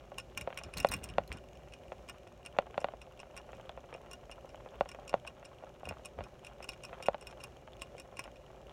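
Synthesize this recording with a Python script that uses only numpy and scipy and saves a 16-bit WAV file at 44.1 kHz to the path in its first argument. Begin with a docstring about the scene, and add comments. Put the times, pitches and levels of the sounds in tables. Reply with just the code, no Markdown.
"""Small rodent drinking from a bottle spout

A small rodent drinks from the steel spout of a water bottle in a plastic cage, close to one microphone.
About five licks a second rattle the valve ball: decaying steel modes, noisy chatter and a gritty slide.
Hollow knocks and light taps run through resonant plastic, with their treble arriving first.
Filtered noise makes the moist tongue, rubbing fur, shuffling paws and room murmur; sines make the bubbles.
Tongue and jaw click softly, teeth tick on the rim, and a very faint ticking lies behind."""
import sys
import numpy as np
from scipy import signal
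from scipy.fft import rfft, irfft
from scipy.io import wavfile
from scipy.ndimage import uniform_filter1d

SR = 44100
rng = np.random.default_rng(int(sys.argv[2]) if len(sys.argv) > 2 else 0)


def waveform_to_disk(signal):
    """Save audio, clipped to [-1, 1], as 16-bit WAV at the path in sys.argv[1]."""
    frames = np.transpose(np.atleast_2d(signal))
    scaled = np.clip(frames, -1, 1) * 32767
    samples = np.round(scaled).astype(np.int16)
    wavfile.write(sys.argv[1], SR, samples)


N = 384552
SIZE = 4096  # length of one event [samples]
AGE = np.arange(SIZE) / SR  # time since the start of an event [s]
HZ = np.fft.rfftfreq(SIZE, 1 / SR) + 1  # event spectrum, shifted 1 Hz to stay clear of zero

# modes of the steel spout, before scatter: (frequency [Hz], level [dB], t60 [s])
SPOUT_MODES = [(1101, -9, 0.031), (1442, -17, 0.068), (1806, -24, 0.062), (2400, -6.5, 0.035),
               (2486, -3, 0.026), (2730, -8, 0.035), (2811, -3.5, 0.044), (3320, -23, 0.037),
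               (3570, -25.5, 0.047), (3820, -15.5, 0.025), (5220, -13, 0.044), (5350, -10, 0.044),
               (5472, -2, 0.02), (5750, -14.5, 0.044), (6440, -19, 0.039), (7010, -10, 0.025),
               (7580, -13.5, 0.031), (8210, -6.5, 0.015), (8530, 2.5, 0.0056), (8950, -3.5, 0.013),
               (9650, -4, 0.014), (10100, -13.5, 0.026), (11300, -15, 0.013), (11950, -6.5, 0.0042),
               (11700, -45, 0.011), (14000, -27, .01), (14900, -5, 0.0055)]
# resonances of the plastic: (frequency [Hz], half-width at -6 dB [Hz], level [dB])
PLASTIC_MODES = [(194, 84, -14), (387, 50, -19.5), (566.4, 67, 2.5), (736, 115, -0.5), (1030, 150, -8.5),
                 (1397, 103, -11.5), (1920, 285, -18.5), (2400, 217, -21), (2730, 120, -17),
                 (3480, 270, -25), (4260, 390, -32.5), (5700, 400, -44), (7130, 620, -40.5)]
# how busy the mouth is, before the trim of each layer: (time [s], level [dB])
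MOUTH_ACTIVITY = [(0.0, -64), (0.24, -69), (0.77, -60), (0.97, -66.5), (1.48, -71.5), (2.38, -67),
                  (2.69, -59), (3.06, -66), (3.74, -61.5), (4.27, -68), (4.78, -60), (5.34, -65),
                  (6.61, -66.5), (7.02, -58.5), (7.72, -69), (8.13, -63.5), (8.4, -69), (8.72, -62)]
# each lick lifts the valve ball and lets it drop back, levels before the trim of each layer:
# (time [s], lift level [dB], time aloft [s], drop level [dB], extra ring of the low tube modes [dB])
LICK_EVENTS = [(0.1833, -45, 0.016, -54, 8.5), (0.3756, -40.5, 0.036, -47.5, 6),
               (0.575, -45.5, 0.012, -51.5, 7.5), (0.636, -53, 0.012, -64, 7.5),
               (0.7378, -52, .032, -51.5, 9.5), (0.7826, -50, 0.019, -41, 4.5),
               (0.829, -54.5, .04, -51, 4.5), (0.9164, -42.5, .0053, -42, 1),
               (0.9381, -40, 0.0044, -50, 5.5), (1.036, -54, 0.0045, -40.5, -9),
               (1.089, -55.5, 0.01, -56.5, 7), (1.3262, -51.5, 0.045, -58.5, 8), (1.5533, -66, .01, -76, 4),
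               (1.723, -65, 0.014, -55.5, 7.5), (2.088, -53.5, .0085, -49.5, 6.5),
               (2.2743, -65.5, .01, -72, 3), (2.4514, -58.5, 0.01, -50, 8), (2.8039, -57.5, .01, -58.5, 3),
               (3.0164, -55, 0.011, -69, 5.5), (3.1926, -62, 0.0083, -55, 8.5),
               (3.366, -53.5, 0.0098, -51.5, 6.5), (3.549, -65, .01, -72, 3), (3.94, -59, 0.0091, -77, 12),
               (4.1126, -53, 0.02, -51, 5), (4.3141, -53, 0.0076, -60, 6.5), (4.492, -62.5, .01, -70, 5),
               (4.8897, -52, 0.026, -55, 7), (5.0785, -53, 0.016, -50, 5), (5.2672, -61, 0.008, -50, 9),
               (5.4507, -58, 0.0047, -58.5, 6), (5.8544, -55, 0.035, -47, 6.5),
               (6.0497, -53.5, .0076, -48.5, 3.5), (6.2388, -57.5, 0.0087, -78, 7.5),
               (6.448, -55.5, 0.019, -54, 6.5), (6.627, -52.5, 0.016, -53, 6), (6.69, -44.5, 0.044, -59, 7),
               (6.8363, -53, 0.014, -50.5, 6.5), (7.0256, -50.5, 0.0095, -53.5, 3.5),
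               (7.0594, -52, .0057, -50, 8.5), (7.211, -56, 0.014, -58.5, 0),
               (7.2704, -48, 0.041, -60, 1.5), (7.4055, -61, 0.033, -48, 6),
               (7.7964, -66, 0.023, -46.5, 7.5), (7.9817, -57.5, .0169, -51.5, 7.5),
               (8.17, -55.5, 0.023, -44.5, 7.5), (8.24, -54, .01, -74, 6), (8.3585, -66.5, .01, -73, 8)]


def undb(db):
    """Decibels to gain."""
    return np.exp(np.asarray(db) * (np.log(10) / 20))


def unit(x):
    """Scale to an rms of one."""
    return x / np.sqrt(np.mean(x ** 2))


def blow(x):
    """Scale a hit so that its energy equals an rms of one over 5 ms."""
    return x / np.sqrt(np.sum(x ** 2) / (.005 * SR))


def fade(t60):
    """Exponential decay over one event, falling 60 dB in t60 seconds."""
    return undb(-60 * AGE / t60)


def colour(points, hz):
    """Gain of a (frequency [Hz], level [dB]) spectrum, interpolated over log frequency."""
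    f, db = np.transpose(points)
    return undb(np.interp(np.log(hz + 1), np.log(f), db))


def shaped(x, points):
    """Give a full-length signal a spectrum."""
    return irfft(rfft(x) * colour(points, np.fft.rfftfreq(N, 1 / SR)), N)


def resonances(modes, hz):
    """Gain of overlapping (frequency [Hz], half-width [Hz], level [dB]) resonances."""
    power = 0
    for centre, width_hz, db in modes:
        power = power + undb(db) ** 2 / (1 + ((hz - centre) / width_hz) ** 2) ** 2
    return np.sqrt(power)


def causal(gain):
    """Minimum phase: the quickest response that has this gain, from the folded cepstrum."""
    cepstrum = irfft(np.log(gain))
    cepstrum[1:SIZE // 2] *= 2
    cepstrum[SIZE // 2 + 1:] = 0
    return np.exp(rfft(cepstrum))


def curve(rows):
    """A (time [s], level [dB]) table as a gain for each sample, -120 dB outside."""
    s, db = np.transpose(rows)
    return undb(np.interp(np.arange(N) / SR, s, db, left=-120, right=-120))


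def swells(rows, attack_s, t60):
    """Sum of (time [s], length [s], level [dB]) swells that rise before their time, hold and die away."""
    t = np.arange(N) / SR
    gain = np.zeros(N)
    for s, length, db in rows:
        rise = np.clip((t - s) / attack_s + 1, 0, 1) ** 2
        decay = np.exp(-np.log(1000) * np.maximum(t - s - length, 0) / t60)
        gain += undb(db) * rise * decay
    return gain


def walk(rate):
    """Smoothed random drift with an rms of one and about rate fresh values a second."""
    k = int(SR / rate)
    held = np.repeat(rng.standard_normal(N // k + 1), k)
    return unit(uniform_filter1d(held, k)[:N])


def grit(spread_db):
    """Dense tiny contacts of very uneven size: noise with a fast random level."""
    return unit(rng.standard_normal(N) * undb(spread_db * walk(900)))


def add(track, s, x):
    """Mix a sound in at a time."""
    i = max(int(s * SR), 0)
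    track[i:i + len(x)] += x[:max(N - i, 0)]


def ring(modes, scatter_db, detune):
    """Decaying sine modes; every contact point weights and tunes them a little differently."""
    hz, db, t60 = np.transpose(modes)[:, :, None]
    size, pitch, sign = rng.standard_normal((3, len(modes), 1))
    gain = np.sign(sign) * undb(db + scatter_db * size)
    tone = np.sin(2 * np.pi * hz * (1 + detune * pitch) * AGE)
    return np.sum(gain * fade(t60) * tone, axis=0)


def reflect(x, wet_db, t60, dull_hz, gap_s):
    """Add dense, dulled reflections: low-passed decaying noise that starts after a short gap."""
    tail = rng.standard_normal(SIZE) * fade(t60) * (AGE > gap_s)
    tail = irfft(rfft(tail / np.sqrt(np.sum(tail ** 2))) / (1 + 1j * HZ / dull_hz))
    return x + undb(wet_db) * signal.fftconvolve(x, tail)[:N]


def room(level_db=-54.5):
    """A nearly steady murmur of noise that rings the air in the cage."""
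    # the room as heard inside the cage: (frequency [Hz], level [dB])
    room_colour = [(22, -33), (50, -2.5), (90, -8.5), (130, -6), (290, -14.5), (1100, -26), (1800, -28),
                   (3000, -35), (4000, -34), (4850, -39), (5400, -34.5), (7000, -37.5), (8200, -43),
                   (15500, -50)]
    # room and cage-air resonances: (frequency [Hz], half-width at -6 dB [Hz], level [dB])
    air_modes = [(56.8, 9.7, 3.5), (125, 31, -8.5), (247, 16, -14), (381, 39.4, -5.5), (528, 25, -2.5),
                 (587, 32, -3), (706, 98, -10), (2380, 105, -24.5), (2855, 103, -23.5)]
    hz = np.fft.rfftfreq(N, 1 / SR)
    gain = np.hypot(colour(room_colour, hz), resonances(air_modes, hz))
    murmur = unit(irfft(rfft(rng.standard_normal(N)) * gain, N))
    return murmur * undb(level_db + 0.75 * walk(6.6))


def ticking(level_db=-74, rate_hz=20.2, uneven_s=.004, t60=0.0084):
    """Very faint, nearly regular ticks of treble noise in the background."""
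    # colour of the ticks: (frequency [Hz], level [dB])
    tick_colour = [(1500, -12), (3000, 6.5), (4800, -18), (6600, -3.5), (7200, -10), (8500, -20)]
    out = np.zeros(N)
    for s in np.arange(0, N / SR, 1 / rate_hz):
        late, size = rng.standard_normal(2)
        strength = undb(4 * np.tanh(size))
        add(out, s + uneven_s * late, strength * rng.standard_normal(SIZE) * fade(t60))
    return unit(shaped(out, tick_colour)) * undb(level_db)


def shuffle():
    """Soft, uneven thumps of paws on the bedding: low noise with a fluttering level."""
    # colour of the bedding: (frequency [Hz], level [dB])
    bedding_colour = [(25, -34), (55, 5.5), (100, 0.5), (200, -4.5), (350, -11), (700, -19), (1500, -20.5),
                      (4000, -39), (12000, -74)]
    # the animal shifts its weight: (time [s], length [s], level [dB])
    step_rows = [(.37, .04, -49.5), (.65, 0.025, -53.5), (.765, 0.038, -45), (.9, 0.056, -42.5),
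                 (1.02, 0.19, -49.5), (1.31, 0.052, -48), (5.865, 0.044, -48), (6.185, 0.032, -46.5)]
    paws = unit(shaped(rng.standard_normal(N) * undb(2 * walk(90)), bedding_colour))
    return paws * swells(step_rows, attack_s=0.024, t60=0.23)


def tongue(level_db=-2.0):
    """A fine, moist crackle of uneven noise while the mouth works."""
    # colour of the wet tongue: (frequency [Hz], level [dB])
    wet_colour = [(200, -47), (700, 10.5), (1300, 8.5), (1900, -4), (3200, -0.5), (4500, -20), (6000, -44),
                  (12000, -40)]
    crackle = grit(spread_db=6) * undb(4 * walk(70))
    return unit(shaped(crackle, wet_colour)) * curve(MOUTH_ACTIVITY) * undb(level_db)


def knock(bright_db, pitch, soft_hz, lag_s=0.001198, bright_hz=1400, echo_s=0.00466, echo_db=-22):
    """A bending wave in thin plastic: the treble arrives first, the lows follow, the far edge echoes it."""
    body = resonances(PLASTIC_MODES, HZ / pitch)
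    treble = undb(bright_db * (1 - 1 / (1 + (HZ / bright_hz) ** 4)))
    contact = treble / (1 + (HZ / soft_hz) ** 6)
    # travel time falls with the root of frequency; lag_s holds at 1 kHz
    travel = np.exp(-4j * np.pi * lag_s * np.sqrt(1000 * HZ))
    echo = 1 + undb(echo_db) * np.exp(-2j * np.pi * HZ * echo_s) / (1 + (HZ / 2500) ** 2)
    scale = np.sqrt(np.sum(irfft(body) ** 2) / (.005 * SR))
    return -irfft(causal(body * contact) * travel * echo) / scale


def smacks(count=300, level_db=6, spread_db=4, soft_hz=2800):
    """Many faint wet clicks of tongue and jaw at random times, coloured by the plastic of the cage."""
    out = np.zeros(N)
    for when, size, bright, pitch in rng.uniform(-1, 1, (count, 4)):
        click = knock(2 + 5 * bright, np.exp(0.059 + .35 * pitch), soft_hz)
        add(out, (when + 1) / 2 * N / SR, undb(spread_db * size) * click)
    clicks = out * curve(MOUTH_ACTIVITY) * undb(level_db)
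    return reflect(clicks, wet_db=-2.5, t60=0.016, dull_hz=5030, gap_s=0.0028)


def nudges(count=44, level_db=14, spread_db=4, bright_db=1, soft_hz=3500):
    """About once a lick the bottle taps lightly in its holder, harder when the mouth is busy."""
    out = np.zeros(N)
    for k, (when, size, bright, pitch) in enumerate(rng.uniform(-1, 1, (count, 4))):
        tap = knock(bright_db + 9 * bright, np.exp(.12 * pitch), soft_hz)
        # one tap falls at random in each of the equal slots
        add(out, (k + (when + 1) / 2) / count * N / SR, undb(spread_db * size) * tap)
    taps = out * curve(MOUTH_ACTIVITY) * undb(level_db)
    return reflect(taps, wet_db=-3, t60=0.035, dull_hz=5000, gap_s=.003)


def knocks(lead_s=.0006, soft_hz=8800, softening=0.28, stutter_db=-44):
    """Hollow plastic knocks as the bottle is nudged and settles."""
    # knocks of bottle and cage wall: (time [s], level [dB], treble lift [dB], pitch relative to 555 Hz [Hz])
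    knock_rows = [(0.1183, -43, -2, 570), (0.4747, -30, -4.5, 518), (0.5037, -44.5, 9, 560),
                  (0.5272, -49, 18, 646), (0.8473, -17.5, -1, 558), (1.1831, -20, 0, 553),
                  (1.9198, -38, 3, 537), (2.587, -19.5, 3.5, 551), (2.743, -47, 11, 610),
                  (2.7786, -26, 1, 550), (2.844, -25, 1.5, 563), (2.8858, -38.5, 1.5, 600),
                  (2.9366, -39, -11, 537), (3.2315, -48.5, 10, 610), (3.5315, -46.5, 10, 533),
                  (3.6941, -41.5, 3, 620), (3.7751, -41, -1, 545), (3.9272, -44, 9, 483),
                  (3.9487, -41, 0, 493), (4.296, -47, 6, 517), (4.4461, -42.5, -18, 517),
                  (4.5452, -45.5, 3, 604), (4.6607, -42, -2, 516), (4.809, -20.5, -3.5, 559),
                  (4.8576, -44, 3, 570), (4.9874, -42.5, -16, 593), (5.1296, -39, 2, 576),
                  (5.1406, -19.5, -5, 555), (5.25, -47.5, 6, 640), (5.6371, -42, -7, 570),
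                  (5.8319, -40.5, -9, 560), (5.8723, -39, -7, 535), (5.9099, -37.5, -1, 555),
                  (6.188, -36, -3, 480), (6.2072, -39, 3, 560), (6.604, -44, 2, 556),
                  (7.0845, -18.5, -5, 548), (7.1447, -35.5, 2.5, 610), (7.676, -47, 6, 640),
                  (7.9494, -43, -17, 497), (8.2774, -47.5, 6, 608)]
    out = np.zeros(N)
    loudest = max(row[1] for row in knock_rows)
    for (s, db, bright_db, hz), wait in zip(knock_rows, rng.random(len(knock_rows))):
        # gentle contacts last longer and so lose their top
        top_hz = soft_hz * undb(softening * (db - loudest))
        hit = knock(bright_db, hz / 555, top_hz)
        add(out, s - lead_s, undb(db) * hit)
        # a faint second touch follows within a few milliseconds
        add(out, s + 0.001985 + 0.00598 * wait, undb(min(db - 8.5, stutter_db)) * hit)
    return reflect(out, wet_db=-17.5, t60=0.082, dull_hz=5000, gap_s=0.0031)


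def rub(plastic_db=-1, crackle_db=-12):
    """Fur and teeth drag over the tube: gritty noise stirs both the steel and the bottle."""
    # colour of the soft rubbing force: (frequency [Hz], level [dB])
    fur_colour = [(200, -21), (2000, 11), (6000, -1.5), (9000, -8), (15000, -12)]
    # the snout rubs along the spout: (time [s], length [s], level [dB])
    rub_rows = [(.775, 0.036, -45), (.915, 0.03, -44), (1.035, 0.014, -63)]
    steel = blow(ring(SPOUT_MODES, scatter_db=8, detune=0.0028))
    plastic = blow(irfft(causal(resonances(PLASTIC_MODES, HZ)) * 1j * HZ))
    body = steel + undb(plastic_db) * plastic
    force = shaped(grit(spread_db=10.5), fur_colour)
    drag = unit(signal.fftconvolve(force, body)[:N])
    drag = drag + undb(crackle_db) * grit(spread_db=18)
    return drag * swells(rub_rows, attack_s=0.0078, t60=0.24)


def teeth(scrape_db=-2, scrape_t60=0.015):
    """Hard, thin ticks on the rim: short high modes and a scrape of noise."""
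    # teeth touch the rim of the tube: (time [s], level [dB])
    tooth_rows = [(0.774, -42), (0.782, -45), (0.8877, -44), (0.8926, -58), (1.2771, -59)]
    # modes of the rim, before scatter: (frequency [Hz], level [dB], t60 [s])
    rim_modes = [(4070, 9, 0.012), (4180, 8, 0.0098), (4570, 3, 0.0085), (6440, 3, 0.008), (9700, -9, .008),
                 (11300, 0, 0.0074), (13100, -11, .008), (14700, -16, .008)]
    out = np.zeros(N)
    for s, db in tooth_rows:
        scrape = blow(rng.standard_normal(SIZE) * fade(scrape_t60))
        rim = blow(ring(rim_modes, scatter_db=2.5, detune=.02))
        add(out, s, undb(db) * (rim + undb(scrape_db) * scrape))
    return reflect(out, wet_db=-6, t60=.035, dull_hz=6000, gap_s=0.0022)


def bubbles(t60=0.005, glide=0.13):
    """Small air bubbles in the spout ring briefly, rising in pitch as they reach the surface."""
    # bubbles: (time [s], level [dB], starting pitch [Hz])
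    bubble_rows = [(1.3183, -39.5, 2300), (3.6935, -47.5, 3270), (4.689, -60, 3280), (7.7335, -56.5, 3360),
                   (8.6958, -57.5, 3170)]
    out = np.zeros(N)
    for s, db, start_hz in bubble_rows:
        hz = start_hz * (1 + glide * np.minimum(AGE / t60, 1))
        phase = 2 * np.pi * np.cumsum(hz) / SR
        add(out, s, undb(db) * blow(np.sin(phase) * fade(t60)))
    return reflect(out, wet_db=-9, t60=0.024, dull_hz=6000, gap_s=0.002)


def slide(slide_db=-14, plastic_db=-3, soft_hz=7000):
    """The tongue drags the ball round its seat: a gritty ring swells, following each lick's harder strike."""
    rolls = []
    for s, lift_db, aloft_s, drop_db, ring_db in LICK_EVENTS:
        rolls.append((s, aloft_s, max(lift_db, drop_db) + slide_db))
    steel = rfft(ring(SPOUT_MODES, scatter_db=3, detune=.002))
    steel = blow(irfft(steel / (1 + (HZ / soft_hz) ** 4)))
    tilt = (1j * HZ) ** 2 / (1 + 1j * HZ / 3000) ** 2  # thins the lows
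    plastic = blow(irfft(causal(resonances(PLASTIC_MODES, HZ)) * tilt))
    drag = unit(signal.fftconvolve(grit(spread_db=8), steel + undb(plastic_db) * plastic)[:N])
    return drag * swells(rolls, attack_s=0.015, t60=0.07)


def strikes(bounce_s=.006, bounce_db=-11.5):
    """Lift and drop of each lick, each with one rebound: (time [s], level [dB], ring [dB])."""
    out = []
    all_waits = .5 + rng.random((len(LICK_EVENTS), 2))
    for (s, lift_db, aloft_s, drop_db, ring_db), waits in zip(LICK_EVENTS, all_waits):
        for when, db, wait in zip((s, s + aloft_s), (lift_db, drop_db), waits):
            out.append((when, db, ring_db))
            out.append((when + bounce_s * wait, db + bounce_db, ring_db))
    return out


def contacts(lead_s, count=4, graze_db=-11, within_s=0.02, soft_hz=7000, chatter_db=-9, chatter_t60=0.01):
    """Force on the tube, as a spectrum: one strike, soft wet grazes around it, and a dying chatter."""
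    when, size = rng.random((2, count, 1))
    delays = np.exp(-2j * np.pi * HZ * within_s * when ** 2)
    grazes = np.sum(undb(graze_db - 10 * size) * delays, axis=0) / (1 + 1j * HZ / soft_hz) ** 2
    chatter = rng.standard_normal(SIZE) * fade(chatter_t60)
    strike = 1 + undb(chatter_db) * rfft(chatter / np.linalg.norm(chatter))
    return grazes + strike * np.exp(-2j * np.pi * HZ * lead_s)


def bottle(level_db=-14, swell_s=0.004, bright_hz=1500):
    """The bottle takes up a strike on its spout a few milliseconds late: swelling noise through plastic."""
    shake = rng.standard_normal(SIZE) * fade(.09) * (1 - np.exp(-(AGE / swell_s) ** 2))
    plastic = causal(resonances(PLASTIC_MODES, HZ)) * (1 + 1j * HZ / bright_hz)
    return undb(level_db) * blow(irfft(rfft(shake) * plastic))


def ball(click_db=-10, click_t60=0.019, ring_hz=4200, level_db=2.5, soft_hz=17000, softening=0.31):
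    """The steel ball hits the tube, chatters briefly in its seat and shakes the bottle."""
    out = np.zeros(N)
    lead_s = .004  # room for grazes ahead of the strike
    hits = strikes()
    loudest = max(db for s, db, ring_db in hits)
    for s, db, ring_db in hits:
        modes = blow(ring(SPOUT_MODES, scatter_db=3, detune=.007))
        click = blow(rng.standard_normal(SIZE) * fade(click_t60))
        tube = modes + undb(click_db) * click
        # a cushioning tongue leaves more of the low modes, and gentle strikes lose their top
        top_hz = soft_hz * undb(softening * (db - loudest))
        low_ring = undb(ring_db / (1 + (HZ / ring_hz) ** 4))
        cushion = causal(low_ring / np.sqrt(1 + (HZ / top_hz) ** 8))
        gain = undb(db + level_db)
        add(out, s - lead_s, gain * irfft(rfft(tube) * cushion * contacts(lead_s)))
        add(out, s, gain * bottle())
    return reflect(out, wet_db=-10.5, t60=0.07, dull_hz=6000, gap_s=0.00094)


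def scene():
    """All sources at one microphone."""
    background = room() + ticking()
    animal = shuffle() + tongue() + smacks()
    plastic = nudges() + knocks()
    spout = rub() + teeth() + bubbles() + slide() + ball()
    return (background + animal + plastic + spout)[None]


def record(dry):
    """A steep elliptic low-pass cuts the top above 15.9 kHz."""
    return signal.sosfilt(signal.ellip(8, .2, 70, 15900, fs=SR, output="sos"), dry)


dry = scene()
out = record(dry)
waveform_to_disk(out)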